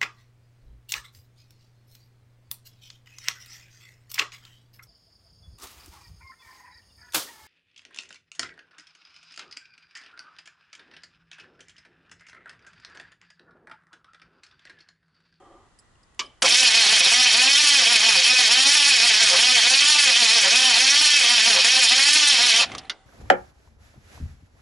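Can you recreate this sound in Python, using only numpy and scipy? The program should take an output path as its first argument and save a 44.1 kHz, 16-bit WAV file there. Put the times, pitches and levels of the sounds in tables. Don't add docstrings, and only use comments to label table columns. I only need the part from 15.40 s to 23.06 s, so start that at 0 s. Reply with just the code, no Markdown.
import sys
import numpy as np
from scipy import signal
from scipy.fft import rfft, irfft, next_fast_len
from scipy.io import wavfile
from scipy.ndimage import uniform_filter1d

SR = 44100
rng = np.random.default_rng(int(sys.argv[2]) if len(sys.argv) > 2 else 0)


def rack_gain(trim_db):
    fader = np.asarray(trim_db, float)
    return 10 ** (fader / 20)


def inscribe(sig):
    pcm = np.round(np.clip(np.atleast_2d(sig).T, -1, 1) * 32767)
    wavfile.write(sys.argv[1], SR, pcm.astype(np.int16))


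N = 337806
ENGAGE_S, CUT_S = 1.04, 7.235


def evened(x):
    return x / np.sqrt(np.mean(x ** 2) + 1e-20)


def read(points, hz):
    f, value = np.transpose(points)
    return np.interp(np.log(hz + 1), np.log(f + 1), value)


def along(rows):
    s, *columns = np.transpose(rows)
    return [np.interp(np.arange(N) / SR, s, c) for c in columns]


def shape(x, db_at):
    size = next_fast_len(N + 4096)
    gain = rack_gain(db_at(np.fft.rfftfreq(size, 1 / SR)))
    return irfft(rfft(x, size) * gain, size)[..., :N]


def band(x, lo_hz, hi_hz):
    sos = signal.butter(4, [lo_hz, hi_hz], "band", fs=SR, output="sos")
    return evened(signal.sosfilt(sos, x))


def resonate(x, hz, width):
    r = np.exp(-np.pi * width / SR)
    return evened(signal.lfilter([1, 0, -1], [1, -2 * r * np.cos(2 * np.pi * hz / SR), r * r], x))


def slow(hz):
    sos = signal.butter(2, hz, fs=SR, output="sos")
    return evened(signal.sosfilt(sos, rng.standard_normal(N)))


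def between(start_s, end_s, rise_s, fall_s):
    t = np.arange(N) / SR
    return np.clip((t - start_s) / rise_s, 0, 1) * np.clip((end_s - t) / fall_s, 0, 1)


# pitch in Hz, level in dB per Hz.
ROOM_COLOUR = [(12, -37), (20, -6), (109, -9.5), (128, -9), (154, -15), (547, -23), (930, -21.5),
               (1120, -21), (1800, -26.5), (1950, -23), (2230, -33), (2750, -31), (6090, -37), (7140, -34),
               (11200, -45), (14600, -77), (22000, -120)]
# pitch in Hz, width in Hz, level in dB.
SCRAPE_TONES = [(346, 100, 4.5), (565, 65, 4), (720, 130, 4), (900, 170, -7), (1170, 44, 7.5),
                (1530, 120, -19), (3150, 140, -13)]
# time in seconds, level in dB.
SCRAPE_FADE = [(0.0, -57), (0.01, -53.5), (0.096, -56), (0.112, -53), (0.274, -63.5), (0.292, -76),
               (0.33, -76)]
# pitch in Hz, width in Hz, level in dB.
FAN_WHINE = [(1940, 25, -84.5)]


def shop():
    centre, apart, drag = rng.standard_normal((3, N))
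    apart = shape(apart, lambda hz: 1.2 * np.log2(hz / 9000 + .01))
    both = np.array([centre, centre]) + np.outer([1, -1], apart)
    air = evened(shape(both, lambda hz: read(ROOM_COLOUR, hz)))
    scrape = np.zeros(N)
    for hz, width, db in SCRAPE_TONES:
        tone = resonate(resonate(drag, hz, 1.3 * width), hz, 2.5 * width)
        scrape += rack_gain(db) * np.sqrt(width) * tone
    dragging = np.arange(N) < SCRAPE_FADE[-1][0] * SR
    scrape = dragging * rack_gain(along(SCRAPE_FADE)[0]) * evened(scrape)
    fan = sum(rack_gain(db) * resonate(centre, hz, width) for hz, width, db in FAN_WHINE)
    return rack_gain(-61) * air + scrape + fan


# start in seconds, peak in dB, pitch in Hz, time to fade by 60 dB in seconds.
METAL_TICKS = [
    (.387, -47, 5000, 0.049),
    (.387, -51, 7750, 0.086),
    (.388, -46, 9600, 0.05),
    (.552, -58, 2850, .03),
    (.63, -51, 4940, 0.042),
    (.631, -62, 7880, .05),
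    (.857, -42, 5000, 0.045),
    (.858, -58, 9100, .06),
    (.746, -41, 3160, .006),
    (7.452, -48, 4100, .05),
]


def ticks():
    out, t = np.zeros(N), np.arange(3000) / SR
    for s, db, hz, t60 in METAL_TICKS:
        click = 0.19 * np.diff(rng.standard_normal(len(t) + 1)) * np.exp(-t / .003)
        ping = resonate(rng.standard_normal(len(t)), hz, 90.) * rack_gain(-60 * t / t60)
        ping *= 0.62 * (1 - np.exp(-t / .002))
        out[round(s * SR):][:len(t)] += rack_gain(db) * (ping + click)
    return out


def clacks(rows, modes, rise_s, thud):
    out, t = np.zeros(N), np.arange(9000) / SR
    for s, db, lo_hz, hi_hz, t60, ring_db in rows:
        noise = rng.standard_normal(len(t))
        snap = 0.29 * np.diff(noise, prepend=0) * np.exp(-t / 0.019)
        crack = (band(noise, lo_hz, min(hi_hz, 11000)) + snap) * rack_gain(-60 * (t / t60) ** 1.16)
        ring = sum(rack_gain(d - 60 * t / fade) * resonate(noise, hz, 98.0) for hz, d, fade in modes)
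        body = thud * band(noise, 208, 1020) * rack_gain(-60 * t / 0.34)
        blow = (crack + body + rack_gain(ring_db) * ring) * (1 - np.exp(-t / rise_s))
        part = out[round(s * SR):][:len(t)]
        part += (rack_gain(db) * blow / abs(blow).max())[:len(part)]
    return out


# start in seconds, peak in dB, low edge in Hz, high edge in Hz,
# time to fade by 60 dB in seconds, share of ringing in dB.
ENGAGE_CLACKS = [
    (.792, -14.5, 990, 7060, 0.066, -5),
    (1.02, -5.5, 530, 9700, 0.058, -22),
    (1.047, -15, 630, 1110, 0.094, -32),
]
# pitch in Hz, level in dB, time to fade by 60 dB in seconds.
RELAY_RING = [(1150, 2, 0.15), (1640, -11, 0.13), (2310, -7, 0.16), (2900, 8, 0.058), (3050, -15, 0.35),
              (3350, -5, .07), (4560, 5.5, 0.042), (5550, 0, 0.04)]


def relay_and_solenoid():
    return clacks(ENGAGE_CLACKS, RELAY_RING, rise_s=0.0023, thud=0.11)


# start in seconds, tone level in dB,
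# pitch in Hz, length in seconds, rumble in dB relative to the tone.
CASE_GROANS = [
    (1.026, -27.5, 530, 0.044, 2),
    (1.619, -40.5, 530, 0.095, 2),
    (2.389, -45, 523, 0.057, 8),
    (2.749, -35, 525, 0.094, -6),
    (3.892, -29, 530, 0.1, -3),
    (4.671, -42, 530, 0.071, -4),
    (5.017, -33, 552, 0.095, 0),
    (5.799, -49, 530, 0.064, 10.5),
    (6.129, -31, 530, 0.099, -1),
    (7.193, -39.5, 530, 0.071, 9.5),
]


def groans():
    out, rumble = np.zeros(N), band(rng.standard_normal(N), 500, 1680)
    for s, db, hz, length, rumble_db in CASE_GROANS:
        t = np.arange(round(length * SR)) / SR
        part = slice(round(s * SR), round(s * SR) + len(t))
        tone = np.sqrt(2) * np.sin(2 * np.pi * hz * t)
        swell = np.sin(np.pi * t / length) ** 1.66
        out[part] += rack_gain(db) * swell * (tone + rack_gain(rumble_db) * rumble[part])
    return out


# start in seconds, pace of the starter (1 = full), extra stall as a share.
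ENGINE_CYCLES = [
    (.55, 1.05, .1),
    (1.631, .98, .09),
    (2.785, .98, .02),
    (3.925, .975, .01),
    (5.059, 1.005, -.02),
    (6.185, 1.0, 0),
    (7.31, 1.01, 0),
]


def cycle_place():
    s = np.transpose(ENGINE_CYCLES)[0]
    return np.interp(np.arange(N) / SR, s, np.arange(len(s))) % 1


# place as a share of the cycle, tooth rate in Hz.
STROKE_RATES = [(0, 182), (.092, 253.4), (.186, 260.8), (.252, 216), (.31, 256.1), (.496, 304),
                (.633, 286.4), (.7, 228), (.77, 247), (.84, 215.1), (.905, 236)]


def stroke_rate():
    at, hz = np.transpose(STROKE_RATES)
    return np.interp(cycle_place(), at, hz, period=1)


def strain():
    hz = np.transpose(STROKE_RATES)[1]
    return (hz.max() - stroke_rate()) / np.ptp(hz)


def teeth():
    pace, stall = along(ENGINE_CYCLES)
    since = np.maximum(np.arange(N) / SR - ENGAGE_S, 0)
    spin_up = 1 - .37 * np.exp(-since / .15)
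    return stroke_rate() * pace * (1 - stall * strain() ** 3) * spin_up


# pitch in Hz, level in dB per Hz.
HOUSING_COLOUR = [(88, -40), (150, -16), (250, -17), (400, -14.5), (620, -20.5), (1000, -9), (1400, -11),
                  (1900, -6.5), (2600, -2.5), (3300, 1.5), (5200, -3), (6300, -8), (7800, -13),
                  (11200, -10)]
# pitch in Hz,
# width in Hz, boost in dB.
HOUSING_RINGS = [(243, 40, 4.5), (530, 23, 13.5), (700, 140, 14.5), (769, 14, 11), (893, 40, 2.5),
                 (1190, 80, 1.5), (1563, 120, 5.5), (1776, 100, 8.5), (1963, 230, 4.5), (2235, 85, 8.5),
                 (2548, 70, 14), (3000, 50, 6), (3186, 85, 8), (3585, 69, 8), (4160, 97, 7.5),
                 (4583, 107, 10.5), (5225, 410, 5.5), (5590, 240, 6.5), (7014, 85, 8), (8400, 270, 7.5)]


def housing(ring_share, shift):
    hz = np.fft.rfftfreq(8192, 1 / SR)
    peaks = 0
    for f, width, boost in HOUSING_RINGS:
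        centre = f * (shift if f > 1300 else 1)
        peaks = peaks + boost / (1 + (2 * (hz - centre) / width) ** 2)
    db = read(HOUSING_COLOUR, hz) + ring_share * peaks
    log_gain = np.log(rack_gain(np.maximum(db, -80)))
    full = np.concatenate([log_gain, log_gain[-2:0:-1]])
    return np.fft.ifft(np.exp(np.conj(signal.hilbert(full)))).real[:4096]


def wheel(blows):
    t = np.arange(900) / SR
    paths = rfft(rng.standard_normal((2, len(t))) * np.exp(-t / 0.0079))
    paths = irfft(paths / abs(paths) ** 0.77, len(t))
    angle = 1.406 * slow(9.16)
    out = np.zeros(N)
    for path, detune, mix in zip(paths, (-0.019, 0.019), (np.cos(angle), np.sin(angle))):
        ring = np.convolve(path / np.linalg.norm(path), housing(1, 1 + detune))
        out += signal.oaconvolve(mix * blows, ring)[:N]
    return out


def clumps(x, db):
    hz, _, z = signal.stft(x, SR, nperseg=256)
    patches = uniform_filter1d(rng.standard_normal(z.T.shape), size=7, axis=0)
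    patches = evened(uniform_filter1d(patches, size=4, axis=1))
    depth = db * np.clip(hz / 2500, .7, 1)[:, None]
    return signal.istft(z * rack_gain(depth * patches.T), nperseg=256)[1][:N]


def gear():
    jitter_s, scatter_db, wobble = .00003, 2.5, .009
    speed = uniform_filter1d(teeth(), size=900) * (1 + wobble * slow(25.))
    turns = np.cumsum(speed) / SR
    at = np.flatnonzero(np.diff(np.floor(turns)))
    luck = rng.standard_normal((len(at), 2))
    at = np.clip(at + np.round(jitter_s * SR * luck[:, 0]).astype(int), 0, N)
    blows = np.zeros(N + 1)
    np.add.at(blows, at, rack_gain(scatter_db * luck[:, 1]))
    grinding = (1 + 0.37 * np.cos(2 * np.pi * turns)) * rng.standard_normal(N)
    grinding = shape(grinding, lambda hz: 1.2 * np.log2(np.clip(hz, 150, 4500) / 2000))
    ground = signal.oaconvolve(grinding, housing(0.69, 0.92))[:N]
    return clumps(wheel(evened(blows[:N])) + 0.47 * ground, db=2.0)


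def bumps(rows):
    place = cycle_place()
    return sum(db * np.exp(-(((place - at + .5) % 1 - .5) / width) ** 2) for at, width, db in rows)


# place as a share of the cycle, width as a share, top rattle in dB.
TOOTH_SNAPS = [
    (.075, .02, 3),
    (.55, .012, 0.5),
    (.62, .03, 1.5),
    (.962, .015, 2.5),
]
# place as a share of the cycle, width as a share, level in dB.
BLOCK_KICKS = [
    (.21, .04, 6),
    (.49, .03, 6),
    (.68, .03, 7),
    (.97, .035, 9),
]


def starter():
    t, load = np.arange(N) / SR, strain()
    clatter_db = -16.5 - load ** 5.04 - 850 * np.maximum(t - CUT_S, 0)
    low_db = -18.5 + 3 * load + 2.5 * slow(16.0)
    top_cut_db = 246 * np.clip(t - CUT_S + 0.024, 0, .1)
    top_db = -10 - 3 * load + bumps(TOOTH_SNAPS) - top_cut_db
    top_db = top_db + 1.9 * slow(28.0)
    ring = gear()
    ring = ring / np.sqrt(uniform_filter1d(ring ** 2, size=5000) + 1e-12)
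    middle = band(ring, 1140, 7480)
    low = rack_gain(low_db) * band(ring, 165, 1682)
    top = rack_gain(top_db) * band(ring, 6560, 10920)
    shudder_db = -64.5 + bumps(BLOCK_KICKS) + 3.2 * slow(12.0)
    shudder = rack_gain(shudder_db) * band(rng.standard_normal(N), 50, 212)
    running = between(ENGAGE_S, 7.29, 0.011, .02)
    return running * (rack_gain(clatter_db) * (middle + low + top) + shudder) + groans()


# pitch in Hz, width in Hz, level in dB.
COAST_TONES = [(400, 14, -65), (765, 8.9, -50.5), (1510, 17, -65)]


def coast():
    noise, since = rng.standard_normal(N), np.arange(N) / SR - CUT_S
    tones = sum(rack_gain(db) * resonate(noise, hz, width) for hz, width, db in COAST_TONES)
    fade = rack_gain(-42 * np.maximum(since, 0))
    return np.clip(since / 0.018, 0, 1) * fade * tones


# time in seconds, scrape in dB, block thud in dB relative to the scrape.
ROCK_LEVELS = [
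    (7.25, -45, -4),
    (7.372, -42.5, -5),
    (7.424, -51.5, -2),
    (7.478, -54.5, -10),
    (7.5, -70, 5),
    (7.56, -69, -9),
]
# pitch in Hz, level in dB per Hz.
ROCK_COLOUR = [(150, -29), (250, -12), (600, -11), (780, -7), (950, -18), (1400, -11), (1520, -17),
               (1700, -13), (3500, -17), (5000, -32), (11000, -38)]


def rock_back():
    scrape_db, thud_db = along(ROCK_LEVELS)
    rough, low = rng.standard_normal((2, N))
    scrape = evened(shape(rough * rack_gain(2.0 * slow(61.4)), lambda hz: read(ROCK_COLOUR, hz)))
    thud = rack_gain(thud_db) * band(low, 55, 310)
    gate = between(ROCK_LEVELS[0][0], ROCK_LEVELS[-1][0], 0.011, 0.014)
    return gate * rack_gain(scrape_db) * (scrape + thud)


# start in seconds, peak in dB, low edge in Hz, high edge in Hz,
# time to fade by 60 dB in seconds, share of ringing in dB.
PINION_KNOCKS = [
    (7.317, -26, 700, 6950, 0.024, -1),
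    (7.349, -22, 500, 6950, .03, -4),
    (7.381, -22.5, 2900, 5770, 0.046, -19),
]
# pitch in Hz, level in dB, time to fade by 60 dB in seconds.
PINION_RING = [(250, 0, 0.046), (1205, 5, .04), (2080, 0, 0.034), (3200, -3, 0.044)]


def pinion_knocks():
    return clacks(PINION_KNOCKS, PINION_RING, rise_s=.0006, thud=0.052)


# start in seconds, peak in dB, low edge in Hz, high edge in Hz,
# time to fade by 60 dB in seconds, share of ringing in dB.
SOLENOID_DROP = [
    (7.496, -16, 1240, 5900, 0.062, -6.5),
]
# pitch in Hz, level in dB, time to fade by 60 dB in seconds.
PLUNGER_RING = [(1580, -3, 0.1), (2120, -6, 0.1), (2900, -2, 0.072), (3490, 7, .05), (4600, -2, .05)]


def solenoid_release():
    return clacks(SOLENOID_DROP, PLUNGER_RING, rise_s=.0008, thud=0.081)


def tail(t60, gap_s):
    t = np.arange(round(.6 * SR)) / SR
    echo = rng.standard_normal((2, len(t))) * rack_gain(-60 * t / t60) * (t > gap_s)
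    return echo / np.linalg.norm(echo[0])


# pitch in Hz, side level relative to the middle in dB.
SIDE_SPREAD = [(60, -23), (120, -19), (220, -19.5), (430, -12.5), (840, -15), (1620, -14), (3140, -23),
               (6080, -18), (11800, -8.5)]
# pitch in Hz, level in dB.
HALL_COLOUR = [(100, -24), (600, 0.5), (3000, -5.5), (5000, -10), (11000, -11)]
# pitch in Hz, left level relative to right in dB.
SIDE_LEAN = [(60, -4), (170, 0), (500, -1.5), (1420, -0.5), (4090, -1), (11800, -3.5)]


def scene():
    mid = ticks() + relay_and_solenoid() + starter() + coast()
    mid = mid + rock_back() + pinion_knocks() + solenoid_release()
    bay = signal.fftconvolve(mid, tail(0.031, 0.0012)[0])[:N]
    apart = shape(bay, lambda hz: read(SIDE_SPREAD, hz))
    hall = signal.fftconvolve(mid[None], tail(0.51, 0.01), axes=1)[:, :N]
    hall = shape(hall, lambda hz: read(HALL_COLOUR, hz))
    near = mid + np.outer([1, -1], apart) + rack_gain(-26.5) * (hall + 1.8 * hall.mean(0))
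    return shape(near, lambda hz: np.outer([.5, -.5], read(SIDE_LEAN, hz))) + shop()


def low_pass(x):
    return signal.sosfilt(signal.butter(12, 12360, fs=SR, output="sos"), x)


def record(dry):
    bent = 0.58 * np.tanh(dry / 0.52) - dry
    held = dry + signal.sosfilt(signal.butter(2, 300, "high", fs=SR, output="sos"), bent)
    edge = signal.firwin(2047, 11045, window=("kaiser", 9), fs=SR)
    edged = signal.oaconvolve(held, edge[None], "same")
    return low_pass(edged)


dry = scene()
out = record(dry)
inscribe(out)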